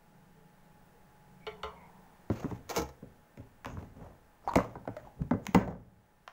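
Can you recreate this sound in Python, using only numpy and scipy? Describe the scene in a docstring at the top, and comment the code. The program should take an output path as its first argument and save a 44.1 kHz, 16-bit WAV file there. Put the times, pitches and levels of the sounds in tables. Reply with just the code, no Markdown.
"""At a table in a small room, water trickles from a metal kettle into a mug: resonant noise over a low hum.
The kettle clanks twice (ringing shell, low table thud) and is set aside on its stand. An arm thumps the table.
The lid of a plastic container creaks and snaps off (swinging wall, clicking flaps), then is laid down with
a clack and rocks to rest. Handling is friction noise over a rumble; room noise and a faint whine run on."""
import sys
import numpy as np
from scipy import signal
from scipy.fft import rfft, irfft, next_fast_len
from scipy.io import wavfile
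from scipy.ndimage import map_coordinates

SR = 44100
rng = np.random.default_rng(int(sys.argv[2]) if len(sys.argv) > 2 else 0)


def master(y):
    """Save y as 16-bit WAV."""
    cut = np.clip(np.atleast_2d(y).T, -1, 1)
    pcm = np.round(cut * 32767)  # scale
    wavfile.write(sys.argv[1], SR, pcm.astype(np.int16))


N = 278906

# reverberation of the small room: f/Hz, t60/s
ROOM_T60 = [(60, 0.99), (150, 0.17), (500, 0.53), (1000, 0.25), (2000, 0.25), (6000, 0.25), (15000, 0.13)]
# colour of the reflections: f/Hz, relative level/dB
WALL_COLOUR = [(60, 3.5), (200, -4), (600, -1.5), (1000, -0.5), (2000, 2.5), (4000, -3.5), (6500, 1.5),
               (10000, -6), (15000, 4)]
# room noise: f/Hz, relative level/dB
AIR_SPECTRUM = [(25, -5), (50, -17), (78, -12), (100, -18), (135, -11.5), (200, -13), (300, -18),
                (450, -19.5), (600, -19), (850, -18.5), (1130, -24.5), (1600, -23.5), (2200, -30.5),
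                (4200, -38.5), (15000, -41), (16000, -23.5)]
# rms of the room noise: t/s, level/dB
AIR_LEVEL = [(0, -60.5), (2.2, -58), (3.3, -60.5), (5.5, -60.5), (5.75, -67), (6.0, -65), (6.4, -62.5)]
# steady whine: f/Hz, level over room noise/dB
WHINE_TONES = [(841, -12.5), (1795, -23.5)]

# pour gain, common to stream and hum: t/s, level/dB
POUR_LEVEL = [(0, -69), (.3, -61), (.55, -68), (.8, -63), (1.05, -70), (1.35, -59), (1.9, -61), (2.2, -69),
              (2.3, -78)]
# resonances of the stream drumming in the mug: f/Hz, width/Hz, relative level/dB
STREAM_PEAKS = [(141, 30, -0.5), (174, 45, -2), (448, 21, -1.5), (914, 49, -11)]
STREAM_DB = -7.5  # over the pour gain
# low hum while pouring: f/Hz, level over pour gain/dB
HUM_TONES = [(134, -10), (162, -5), (187, -4.5)]
# faint narrow tones of the tilting kettle and the mug: start/s, end/s, f/Hz, width/Hz, peak level/dB
SINGS = [(.35, 0.45, 438, 30, -63.5), (0.91, 1.01, 472, 25, -69), (1.4, 1.48, 2280, 150, -66),
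         (1.73, 1.91, 2140, 270, -64.5), (1.56, 1.94, 934, 160, -58.5), (1.4, 2.34, 860, 350, -64)]

# four bands of a blow, as filters: thump, knock, click, tick
BAND_FILTERS = [signal.butter(3, edges, 'band', fs=SR, output='sos') for edges in [(45, 400), (400, 1600),
                (1600, 5000), (5000, 16000)]]
# first instant of a hard contact: f/Hz, relative level/dB
SPIKE_SPECTRUM = [(300, -25), (1000, -5.5), (2000, 1), (3300, 1), (4500, -5.5), (6500, -0.5), (8000, -9.5),
                  (11000, -15), (15500, -8)]
# contact noise of box and kettle: f/Hz, relative level/dB
CRACK_SPECTRUM = [(100, 15), (700, 10), (1500, 1), (3000, -7), (4400, -10), (6700, -10), (8000, -14),
                  (11000, -23), (13500, -25), (15000, -20), (16000, -1.5)]
SPOT_OCTAVES = 0.21  # reach of a struck spot among the modes

# handle knocks on the kettle: t/s, knock level/dB, dullness (click under knock)/dB,
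# favoured low f/Hz, favoured high f/Hz, tick over knock/dB
CLANKS = [(1.467, -36.5, 4.5, 440, 2880, -24), (1.632, -34, 6.4, 573, 1260, -20)]
# kettle shell, with a low table thud in the first row: f/Hz, relative level/dB, t60 before CLANK_RING/s
CLANK_MODES = [(70.6, 20, 0.09), (192, -18, 0.185), (426, 5, 0.15), (435.3, 5, 0.14), (545, -1, 0.12),
               (662, 2.5, 0.16), (710, -9, 0.24), (740, -16, 0.17), (875, 0, 0.19), (1038, 0.5, 0.14),
               (1050, -8, 0.097), (1124, -8, 0.29), (1160, -12, 0.07), (1233, -3.5, 0.12),
               (1348, 0.5, 0.086), (1406, -1, .05), (1530, -4, 0.065), (1820, -11, 0.089), (1890, -9, .06),
               (1996, -7, 0.13), (2120, -5.5, 0.14), (2246, -5, 0.079), (2335, -11, 0.21),
               (2560, -10, 0.093), (2740, -11, 0.032), (2940, 6, 0.03), (2965, -3.5, 0.031),
               (3150, -8, 0.1), (3430, -1.5, 0.054), (3580, -6, 0.082), (3630, -3, .035), (3815, -8, 0.058),
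               (4300, -8, 0.09), (4460, -3, 0.022), (5700, -10, 0.022)]
CLANK_WEIGHT_DB, CLANK_RING = -12, 0.97  # bass over knock; multiple of t60
REBOUND_S, REBOUND_LOSS_DB, REBOUND_DULL_DB = 0.009, 7.5, 1  # handle touches the shell again
# base lands on its stand and chatters: t/s, knock level/dB, weight (bass over knock)/dB,
# dullness (click under knock)/dB, chatter length/s
SETDOWNS = [(2.6922, -41.5, -14, 5, .005), (2.7, -42.5, -10, 1, .015), (2.728, -49, -14, 28, .015),
            (2.753, -51.5, -16, 2.5, .005), (2.762, -30, -8.5, 7, .015), (2.777, -31, -2, 9, .015),
            (2.795, -38, 0.5, 10, .015), (2.818, -38.5, 3.5, 11.5, .005), (2.889, -50.5, -4, 12, .005)]
# base on its stand: f/Hz, relative level/dB, t60 before the blow's ring factor/s
STAND_MODES = [(69.8, 0, 0.56), (129, -4, 0.3), (187, 4, 0.11), (253, 8, 0.073), (313.5, 5, 0.16),
               (415, 0, 0.085), (460.6, 5.5, 0.14), (496, 7, 0.12), (599, 1.5, 0.087), (670, 3, 0.11),
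               (843, 1.5, 0.2), (886, -1, 0.17), (938, 2.5, 0.1), (1032, 7, 0.057), (1303, -2, 0.16),
               (1382, -2.5, 0.12), (1620, -14, .12), (1870, -4, 0.07), (2220, -2.5, 0.15),
               (2340, -3, 0.076), (2770, -2, 0.066), (3980, -4, 0.061), (5430, -3.5, 0.07)]
# scraping metal: f/Hz, relative level/dB
RATTLE_SPECTRUM = [(100, 1), (600, 2.5), (1500, -9), (4000, -5), (5000, -4.5), (6700, -0.5), (8000, -15.5),
                   (10500, -18), (12300, -12), (15000, -12), (16000, -7)]
CHATTER_GAP_S, CHATTER_GROWTH = 0.0075, 1.3  # first gap; each gap over the last
CHATTER_LOSS_DB, CHATTER_WEIGHT_DB, CHATTER_DULL_DB = 2.5, 1.5, 2.5  # change per touch
PLASTIC_FALL, BASE_FALL = 1.52, 1  # loss of the tick band, as a multiple of the dullness

# arm, container, lid and spoon meet the table: t/s, knock level/dB, weight (bass over knock)/dB,
# dullness (click under knock)/dB, ring (multiple of t60), favoured boom f/Hz, favoured knock f/Hz
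KNOCKS = [(2.3001, -34.5, 10, 19.6, 0.42, 225, 980), (2.4434, -42.5, 12.5, 28, 0.49, 265, 865),
          (2.511, -42, 8.5, 15.5, 0.9, 116, 920), (3.025, -55.5, 13, 25, 0.56, 190, 510),
          (3.373, -54, 9, 6.1, 1.26, 115, 607), (3.658, -41, -2, 20, 0.8, 258, 563),
          (3.701, -51.5, -3, 12, 0.63, 230, 704), (3.771, -47.5, 3, 22, 0.46, 120, 900),
          (3.811, -56, 9.5, 16, 0.55, 150, 800), (3.826, -52.5, 3, 12.6, 0.76, 150, 700),
          (4.556, -21.5, -2, 9.7, 0.97, 173, 650), (4.5598, -25, 1, 16, 0.8, 285, 490),
          (4.586, -27.5, -13, 26, 0.73, 277, 1130), (4.754, -41, 1, 25, 0.92, 147, 796),
          (4.8752, -33.5, -1.5, 23, 0.64, 124, 674), (5.3101, -28, 5.5, 22.5, 0.81, 216, 750),
          (5.3357, -41.5, 14, 25, 0.44, 218, 454), (5.5462, -21, 3.5, 10.2, .85, 179, 830),
          (5.5496, -27, 2.5, 10.4, 1.07, 278, 1500), (5.575, -34, 3, 19, 1.3, 149.5, 1500),
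          (5.601, -43, -7, 15, 1.9, 180, 1540)]
# table top and the plastic box on it: f/Hz, relative level/dB, t60 before the blow's ring factor/s
BOX_MODES = [(70, -22, 0.4), (113.2, -3, 0.24), (147.7, -8, .09), (184.8, 3, 0.11), (216.4, 1.5, 0.077),
             (250, 2.5, 0.065), (275.6, 2, 0.1), (353, -7, 0.053), (421, 1, 0.072), (486, 0, 0.1),
             (564, -.5, 0.13), (660, 3, 0.046), (753, 4, 0.025), (792, 6, 0.021), (928, 0.5, 0.056),
             (1009, 2, 0.037), (1217, -8, 0.06), (1343, -17, 0.097), (1531, -10.5, 0.12),
             (1794, -12.5, 0.036), (2040, -1, 0.03), (2150, -4, .035), (2440, -4, 0.012), (2770, -7, 0.026),
             (3500, -19, 0.015), (6600, -2, 0.0082)]
# the rest of the weight lands just after the edge
SETTLE_S, SETTLE_LOSS_DB, SETTLE_WEIGHT_DB, SETTLE_DULL_DB = 0.011, 8.5, 6, 13
# lid rocks to rest: first touch, first gap, each gap over the last, first level, loss per touch
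ROCK_START_S, ROCK_GAP_S, ROCK_SHRINK, ROCK_DB, ROCK_LOSS_DB = 5.612, 0.069, 0.62, -35.5, 5.5
ROCK_WEIGHT_DB, ROCK_DULL_DB, ROCK_BOOM_HZ, ROCK_KNOCK_HZ = 4, 26, 176, 570

# arm, kettle, box or lid slides while the table rumbles: t/s, length/s, rub level/dB,
# treble gain over rub/dB, rumble level/dB
STROKES = [(2.314, 0.081, -52, 8, -64), (2.418, .012, -51, -6, -60), (2.494, 0.032, -57.5, 9, -43.5),
           (2.707, 0.059, -45.5, 10.5, -80), (3.056, 0.046, -80, 0, -55.5), (3.392, 0.019, -64, 3, -50.5),
           (3.668, 0.028, -62, -2, -45), (3.734, 0.12, -61.5, 4.5, -50), (3.967, 0.028, -60.5, -1, -52.5),
           (4.021, 0.058, -54.5, -6, -50.5), (4.441, .08, -57.5, -2, -59), (4.565, 0.033, -42.5, 2.5, -47),
           (4.76, 0.023, -68, -11, -55), (4.903, 0.17, -62.5, 3, -59.5), (5.2, .015, -60, -8, -45),
           (5.438, 0.11, -63, 7, -74), (5.562, 0.085, -49, -5.5, -48.5), (5.68, 0.08, -65.5, -8, -49.5)]
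# sliding or chattering edge: start/s, end/s, f/Hz, width/Hz, peak level/dB
RASPS = [(2.33, 2.43, 2350, 700, -61), (2.335, 2.44, 4500, 1200, -66.5), (2.36, 2.45, 6500, 700, -66),
         (3.655, 3.76, 6600, 900, -68.5), (4.44, 4.48, 5000, 1200, -74), (4.478, 4.508, 4300, 700, -57.5),
         (4.56, 4.65, 2180, 1600, -57.5), (5.42, 5.5, 6900, 1200, -73.5), (5.55, 5.66, 1590, 900, -50)]
# skin and plastic friction: f/Hz, relative level/dB
FRICTION_SPECTRUM = [(150, -21), (300, 2.5), (600, 8), (1000, 2), (1500, -7), (2200, -13.5), (3300, -20),
                     (4600, -27), (6600, -21), (8500, -34.5), (11000, -36), (15000, -27), (16000, -30)]
# table rumble: f/Hz, relative level/dB
RUMBLE_SPECTRUM = [(24, -36), (40, -3), (91, 1), (215, -6.5), (261, -2.5), (339, -26.5), (386, -10),
                   (900, -40.5), (1170, -74), (1980, -120)]
# time to rise or fall by the depth
STROKE_ATTACK_S, STROKE_RELEASE_S, STROKE_DEPTH_DB = 0.035, 0.15, 25
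GRAIN_DB = 1  # fine stick and slip
GRIP_DB = 1.3  # the grip catches and lets go
BRIGHT_HZ = 1800  # crossover to the treble

# lid's flaps and rim click: t/s, knock level/dB, dullness (click under knock)/dB,
# tick over knock/dB, reflections over direct/dB
CLICKS = [(3.6466, -43, 6.5, -18, -6), (3.658, -42.5, 4.5, -15.5, -4.5), (4.571, -50.5, 8, 2, -10),
          (5.2197, -56, 8.5, -15.5, -13), (5.454, -57.5, 4, -4.5, -18.5), (5.4669, -40, -1.5, -4.5, -11),
          (6.2772, -44, 6.5, -25, -7.5)]
# stiff flaps of the lid: f/Hz, relative level/dB, t60/s
FLAP_MODES = [(740, 1, 0.017), (1020, 3, 0.018), (1230, -6.5, 0.01), (1910, 0.5, 0.016), (2700, -4, .004),
              (6200, -2, .005)]
# contact noise of the flaps: f/Hz, relative level/dB
FLAP_CRACK_SPECTRUM = [(100, -28), (400, -1), (900, 9.5), (3200, 13.5), (4500, -9.5), (6700, -2),
                       (8500, -24.5), (12000, -27.5), (15500, -16)]
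FLAP_WEIGHT_DB = -28  # bass over knock

# hand or forearm presses softly on the box: t/s, peak level/dB, f/Hz, decay time constant each side/s
BUMPS = [(3.783, -30, 94, 0.0052), (5.218, -23, 146, 0.0047), (5.4925, -29, 200, 0.005)]

# lid's rim slips and its wall springs back: t/s, wall level before its build-up/dB, wall f/Hz, t60/s,
# tick over wall/dB
POPS = [(4.4757, -14.5, 796, 0.016, -22), (4.481, -19, 864, 0.014, -28), (4.487, -22.5, 1086, 0.026, -17),
        (4.492, -18.5, 953, 0.024, -18.5), (4.5106, -32, 960, .012, -24), (4.516, -21.5, 980, 0.013, -20),
        (4.5364, -21, 1120, 0.015, -14), (4.604, -21, 1110, 0.018, -19), (4.853, -39, 885, 0.023, -17),
        (4.9665, -33, 613, 0.11, -11.5), (4.968, -31.5, 1340, 0.01, -7.5), (5.051, -45.5, 1037, 0.027, -15),
        (5.072, -38.5, 830, 0.034, -16), (5.6759, -23.5, 673, 0.017, -22.5)]
# slipping rim: f/Hz, relative level/dB
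RIM_TICK_SPECTRUM = [(100, 15), (700, 14), (1500, 4), (3000, -8), (4300, -7), (5500, -16), (6800, -6),
                     (8000, -21), (11000, -30), (15500, -14)]
OVERTONE_RATIO, OVERTONE_DB = 1.45, -23.5  # wall's second mode against its first

TOP_HZ = 15700  # recorder's band limit


def amp(db):
    """Decibels to gain."""
    return 10 ** (np.asarray(db) / 20)


def unit(x):
    """Scale to rms 1."""
    return x / np.sqrt(np.mean(x ** 2) + 1e-20)


def along(points, hz):
    """Interpolate (f/Hz, value) points on a log axis."""
    f, v = np.transpose(points)
    return np.interp(np.log(hz + 1), np.log(f + 1), v)


def level(rows):
    """Gain per sample from (t/s, level/dB) rows, silent outside them."""
    s, db = np.transpose(rows)
    return amp(np.interp(np.arange(N) / SR, s, db, left=-np.inf, right=-np.inf))


def wobble(rate_hz):
    """Smooth random curve, rate_hz knots a second."""
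    knots = rng.standard_normal(int(N * rate_hz / SR) + 4)
    return map_coordinates(knots, [np.arange(N) * rate_hz / SR])


def filtered(x, response):
    """Multiply the spectrum of x by a response of frequency."""
    size = next_fast_len(len(x) + 8192)
    spectrum = rfft(x, size) * response(np.fft.rfftfreq(size, 1 / SR))
    return irfft(spectrum, size)[:len(x)]


def noise(spectrum, size):
    """Coloured noise of rms 1."""
    return unit(filtered(rng.standard_normal(size), lambda hz: amp(along(spectrum, hz))))


def resonant(peaks):
    """Noise of rms 1 in (f/Hz, width/Hz, level/dB) resonances."""
    def response(f):
        return sum(amp(db) / (1 + (2 * (f - hz) / width) ** 2) for hz, width, db in peaks)
    return unit(filtered(rng.standard_normal(N), response))


def swells(rows):
    """Narrow bands of noise, each under a half-sine envelope."""
    out = np.zeros(N)
    for start, end, hz, width, db in rows:
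        progress = np.clip((np.arange(N) / SR - start) / (end - start), 0, 1)
        out += amp(db) * np.sin(np.pi * progress) * resonant([(hz, width, 0)])
    return out


def tone(hz, drift_hz, waver_db):
    """Unbroken sine of rms 1 that drifts a little in pitch and level."""
    phase = 2 * np.pi * np.cumsum(hz + drift_hz * wobble(4.6)) / SR
    return unit(np.sin(phase) * amp(waver_db * wobble(12)))


def add(track, s, x):
    """Mix x into the track at time s."""
    part = track[round(s * SR):][:len(x)]
    part += x[:len(part)]


def in_room(x, room_db, build_s=0.0069):
    """Direct sound plus a fresh random tail that builds up, then decays at each frequency's own t60."""
    hz, t, z = signal.stft(rng.standard_normal(int(SR * 0.5)), SR, nperseg=256)
    t60 = along(ROOM_T60, hz)[:, None]
    decay = amp(along(WALL_COLOUR, hz)[:, None] - 60 * t / t60) / np.sqrt(t60)
    tail = signal.istft(z * decay, SR, nperseg=256)[1]
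    tail *= 1 - np.exp(-(np.arange(len(tail)) / SR / build_s) ** 2)
    tail *= amp(room_db) / np.linalg.norm(tail)
    tail[0] += 1  # direct sound
    return signal.fftconvolve(x, tail)


def spike(size):
    """First instant of a hard contact: one bright pulse of unit energy."""
    pulse = filtered(signal.unit_impulse(size, SR // 2000), lambda hz: amp(along(SPIKE_SPECTRUM, hz)))
    return pulse / np.linalg.norm(pulse)


def strike(modes, ring, band_db, crack, crack_db, crack_t60, swell, spike_db):
    """One blow: spike, ringing modes and contact noise; band_db sets each band's energy as rms over 10 ms."""
    t = np.arange(SR // 4) / SR
    hz, db, t60 = np.transpose(modes)[:, :, None]
    # each contact point drives the modes differently
    sign, size, detune = rng.standard_normal((3, len(modes), 1))
    waves = np.sign(sign) * np.sin(np.float32(2 * np.pi * hz * (1 + 0.0023 * detune) * t))
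    rise = 1 - np.exp(np.float32(-t * hz / swell))  # time constant of swell cycles: bass comes last
    fade = np.exp(np.float32(-np.log(1000) * t / (t60 * ring)))
    body = np.sum(waves * rise * fade * amp(db + 1.84 * size), axis=0)
    contact_noise = noise(crack, len(t)) * amp(crack_db - 60 * t / crack_t60)
    blow = amp(spike_db) * spike(len(t)) + body + contact_noise
    bands = [signal.sosfilt(sos, blow) for sos in BAND_FILTERS]
    levelled = [amp(db) * band / np.linalg.norm(band) for db, band in zip(band_db, bands)]
    return sum(levelled) * np.sqrt(SR / 100)


def contact(db, weight_db, dull_db, fall, top_db=0):
    """Band levels of a blow: weight adds bass; a soft contact loses click by dull_db, tick by fall times it."""
    return db + np.array([weight_db, 0, -dull_db, top_db - fall * dull_db])


def driven(modes, low_hz, high_hz, spot_db):
    """The struck spot drives the modes near two pitches harder than the rest."""
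    hz, db, t60 = np.transpose(modes)
    near = sum(np.exp(-(np.log2(hz / spot) / SPOT_OCTAVES) ** 2) for spot in (low_hz, high_hz))
    return np.transpose([hz, db + spot_db * near, t60])


def bounce_times(gap_s, ratio, count):
    """Times of repeated touches from the first; each gap is ratio times the last."""
    return np.append(0, np.cumsum(gap_s * ratio ** np.arange(count - 1)))


def background():
    """Room noise with a faint steady whine, both on one level curve."""
    whine = sum(amp(db) * tone(hz, drift_hz=2, waver_db=2.0) for hz, db in WHINE_TONES)
    return level(AIR_LEVEL) * (noise(AIR_SPECTRUM, N) + whine)


def pouring():
    """A thin stream drums softly in the mug over a low hum; narrow noise bands swell and fade as tones."""
    flutter = amp(1.2 * wobble(18))
    stream = amp(STREAM_DB) * unit(resonant(STREAM_PEAKS) * flutter)
    hum = sum(amp(db) * tone(hz, drift_hz=1.28, waver_db=1.7) for hz, db in HUM_TONES)
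    return level(POUR_LEVEL) * (stream + hum) + swells(SINGS)


def kettle():
    """The handle knocks and rebounds: the shell rings, the table thuds; then the base chatters on its stand."""
    out = np.zeros(N)
    for s, db, dull, low_hz, high_hz, tick_db in CLANKS:
        modes = driven(CLANK_MODES, low_hz, high_hz, spot_db=5)
        for delay, loss, soft in [(0, 0, 0), (REBOUND_S, REBOUND_LOSS_DB, REBOUND_DULL_DB)]:
            band_db = db - loss + np.array([CLANK_WEIGHT_DB, 0, -dull - soft, tick_db - soft])
            blow = strike(modes, CLANK_RING, band_db, CRACK_SPECTRUM,
                          crack_db=3.5, crack_t60=0.05, swell=0.97, spike_db=4)
            add(out, s + delay, in_room(blow, room_db=-5))
    for s, db, weight, dull, length in SETDOWNS:
        delays = bounce_times(CHATTER_GAP_S, CHATTER_GROWTH, count=5)
        for k, delay in enumerate(delays[delays < length]):
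            # each touch is weaker, duller and heavier for its level
            band_db = contact(db - k * CHATTER_LOSS_DB, weight + k * CHATTER_WEIGHT_DB,
                              dull + k * CHATTER_DULL_DB, BASE_FALL)
            blow = strike(STAND_MODES, 0.8, band_db, RATTLE_SPECTRUM,
                          crack_db=10, crack_t60=0.05, swell=0.7, spike_db=20)
            add(out, s + delay, in_room(blow, room_db=-12.0))
    return out


def box_contacts():
    """Rows as in KNOCKS: each knock, its settling (weaker still if weight is negative), and the rocking lid."""
    for s, db, weight, dull, ring, *spot in KNOCKS:
        yield s, db, weight, dull, ring, *spot
        settle_db = db - SETTLE_LOSS_DB + min(weight, 0)
        yield s + SETTLE_S, settle_db, weight + SETTLE_WEIGHT_DB, dull + SETTLE_DULL_DB, ring, *spot
    for k, delay in enumerate(bounce_times(ROCK_GAP_S, ROCK_SHRINK, count=4)):
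        rock_db = ROCK_DB - k * ROCK_LOSS_DB
        yield ROCK_START_S + delay, rock_db, ROCK_WEIGHT_DB, ROCK_DULL_DB, 1, ROCK_BOOM_HZ, ROCK_KNOCK_HZ


def container():
    """Contacts crack briefly and set table and box booming; the struck spot favours some modes."""
    out = np.zeros(N)
    for s, db, weight, dull, ring, boom_hz, knock_hz in box_contacts():
        band_db = contact(db, weight, dull, PLASTIC_FALL, top_db=-4)
        modes = driven(BOX_MODES, boom_hz, knock_hz, spot_db=8.5)
        blow = strike(modes, ring, band_db, CRACK_SPECTRUM,
                      crack_db=10.5, crack_t60=0.02, swell=0.41, spike_db=12.5)
        add(out, s, in_room(blow, room_db=-9.5))
    return out


def handling():
    """Uneven friction of skin and plastic over a table rumble; each stroke rises, holds and fades."""
    t = np.arange(N) / SR
    force, bright, press = np.zeros((3, N))
    for s, length, rub_db, bright_db, rumble_db in STROKES:
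        before = np.maximum(s - t, 0) / STROKE_ATTACK_S
        after = np.maximum(t - s - length, 0) / STROKE_RELEASE_S
        stroke = amp(-STROKE_DEPTH_DB * np.minimum(before + after, 10))
        force += amp(rub_db) * stroke
        bright += amp(rub_db + bright_db) * stroke
        press += amp(rumble_db) * stroke
    roughness = amp(GRIP_DB * wobble(70) + 2.8 * wobble(150) + GRAIN_DB * wobble(900))
    friction = unit(noise(FRICTION_SPECTRUM, N) * roughness)
    treble = filtered(friction, lambda hz: 1 - 1 / (1 + (hz / BRIGHT_HZ) ** 4))
    rasp = swells(RASPS) * amp(GRAIN_DB * wobble(440))
    rub = force * (friction - treble) + bright * treble + rasp
    boom = press * unit(noise(RUMBLE_SPECTRUM, N) * amp(2.9 * wobble(40)))
    return in_room(rub + boom, room_db=-10)[:N]


def flaps():
    """The lid's stiff flaps click briefly, some dry and some with more room; short modes, none of the table's."""
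    out = np.zeros(N)
    for s, db, dull, tick_db, room_db in CLICKS:
        band_db = db + np.array([FLAP_WEIGHT_DB, 0, -dull, tick_db])
        blow = strike(FLAP_MODES, 1, band_db, FLAP_CRACK_SPECTRUM,
                      crack_db=8.5, crack_t60=0.018, swell=0.3, spike_db=23.5)
        add(out, s, in_room(blow, room_db=room_db))
    return out


def bumps():
    """A soft push: a low cosine that swells and fades exponentially about its centre."""
    out, t = np.zeros(N), np.arange(SR // 8) / SR
    t = t - t.mean()
    for s, db, hz, width in BUMPS:
        push = amp(db) * np.cos(2 * np.pi * hz * t) * np.exp(-np.abs(t) / width)
        add(out, s + t[0], in_room(push, room_db=-7))
    return out


def lid():
    """Each slip of the rim ticks and lets the thin wall swing briefly, with a weaker second mode."""
    out, t = np.zeros(N), np.arange(SR // 4) / SR
    for s, db, wall_hz, t60, tick_db in POPS:
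        first = np.sin(2 * np.pi * wall_hz * t)
        second = amp(OVERTONE_DB) * np.sin(2 * np.pi * OVERTONE_RATIO * wall_hz * t)
        wall = (first + second) * amp(-60 * t / t60) * (1 - np.exp(-t / 0.00073))
        tick = noise(RIM_TICK_SPECTRUM, len(t)) * amp(tick_db - 60 * t / 0.024)
        add(out, s, in_room(amp(db) * (wall + tick), room_db=-8.5))
    return out


def scene():
    """All sources at one microphone."""
    water_and_kettle = background() + pouring() + kettle()
    table_and_box = container() + handling() + flaps() + bumps() + lid()
    return (water_and_kettle + table_and_box)[None]


def record(dry):
    """The recorder keeps nothing above its band limit."""
    return np.array([filtered(x, lambda hz: hz < TOP_HZ) for x in dry])


dry = scene()
out = record(dry)
master(out)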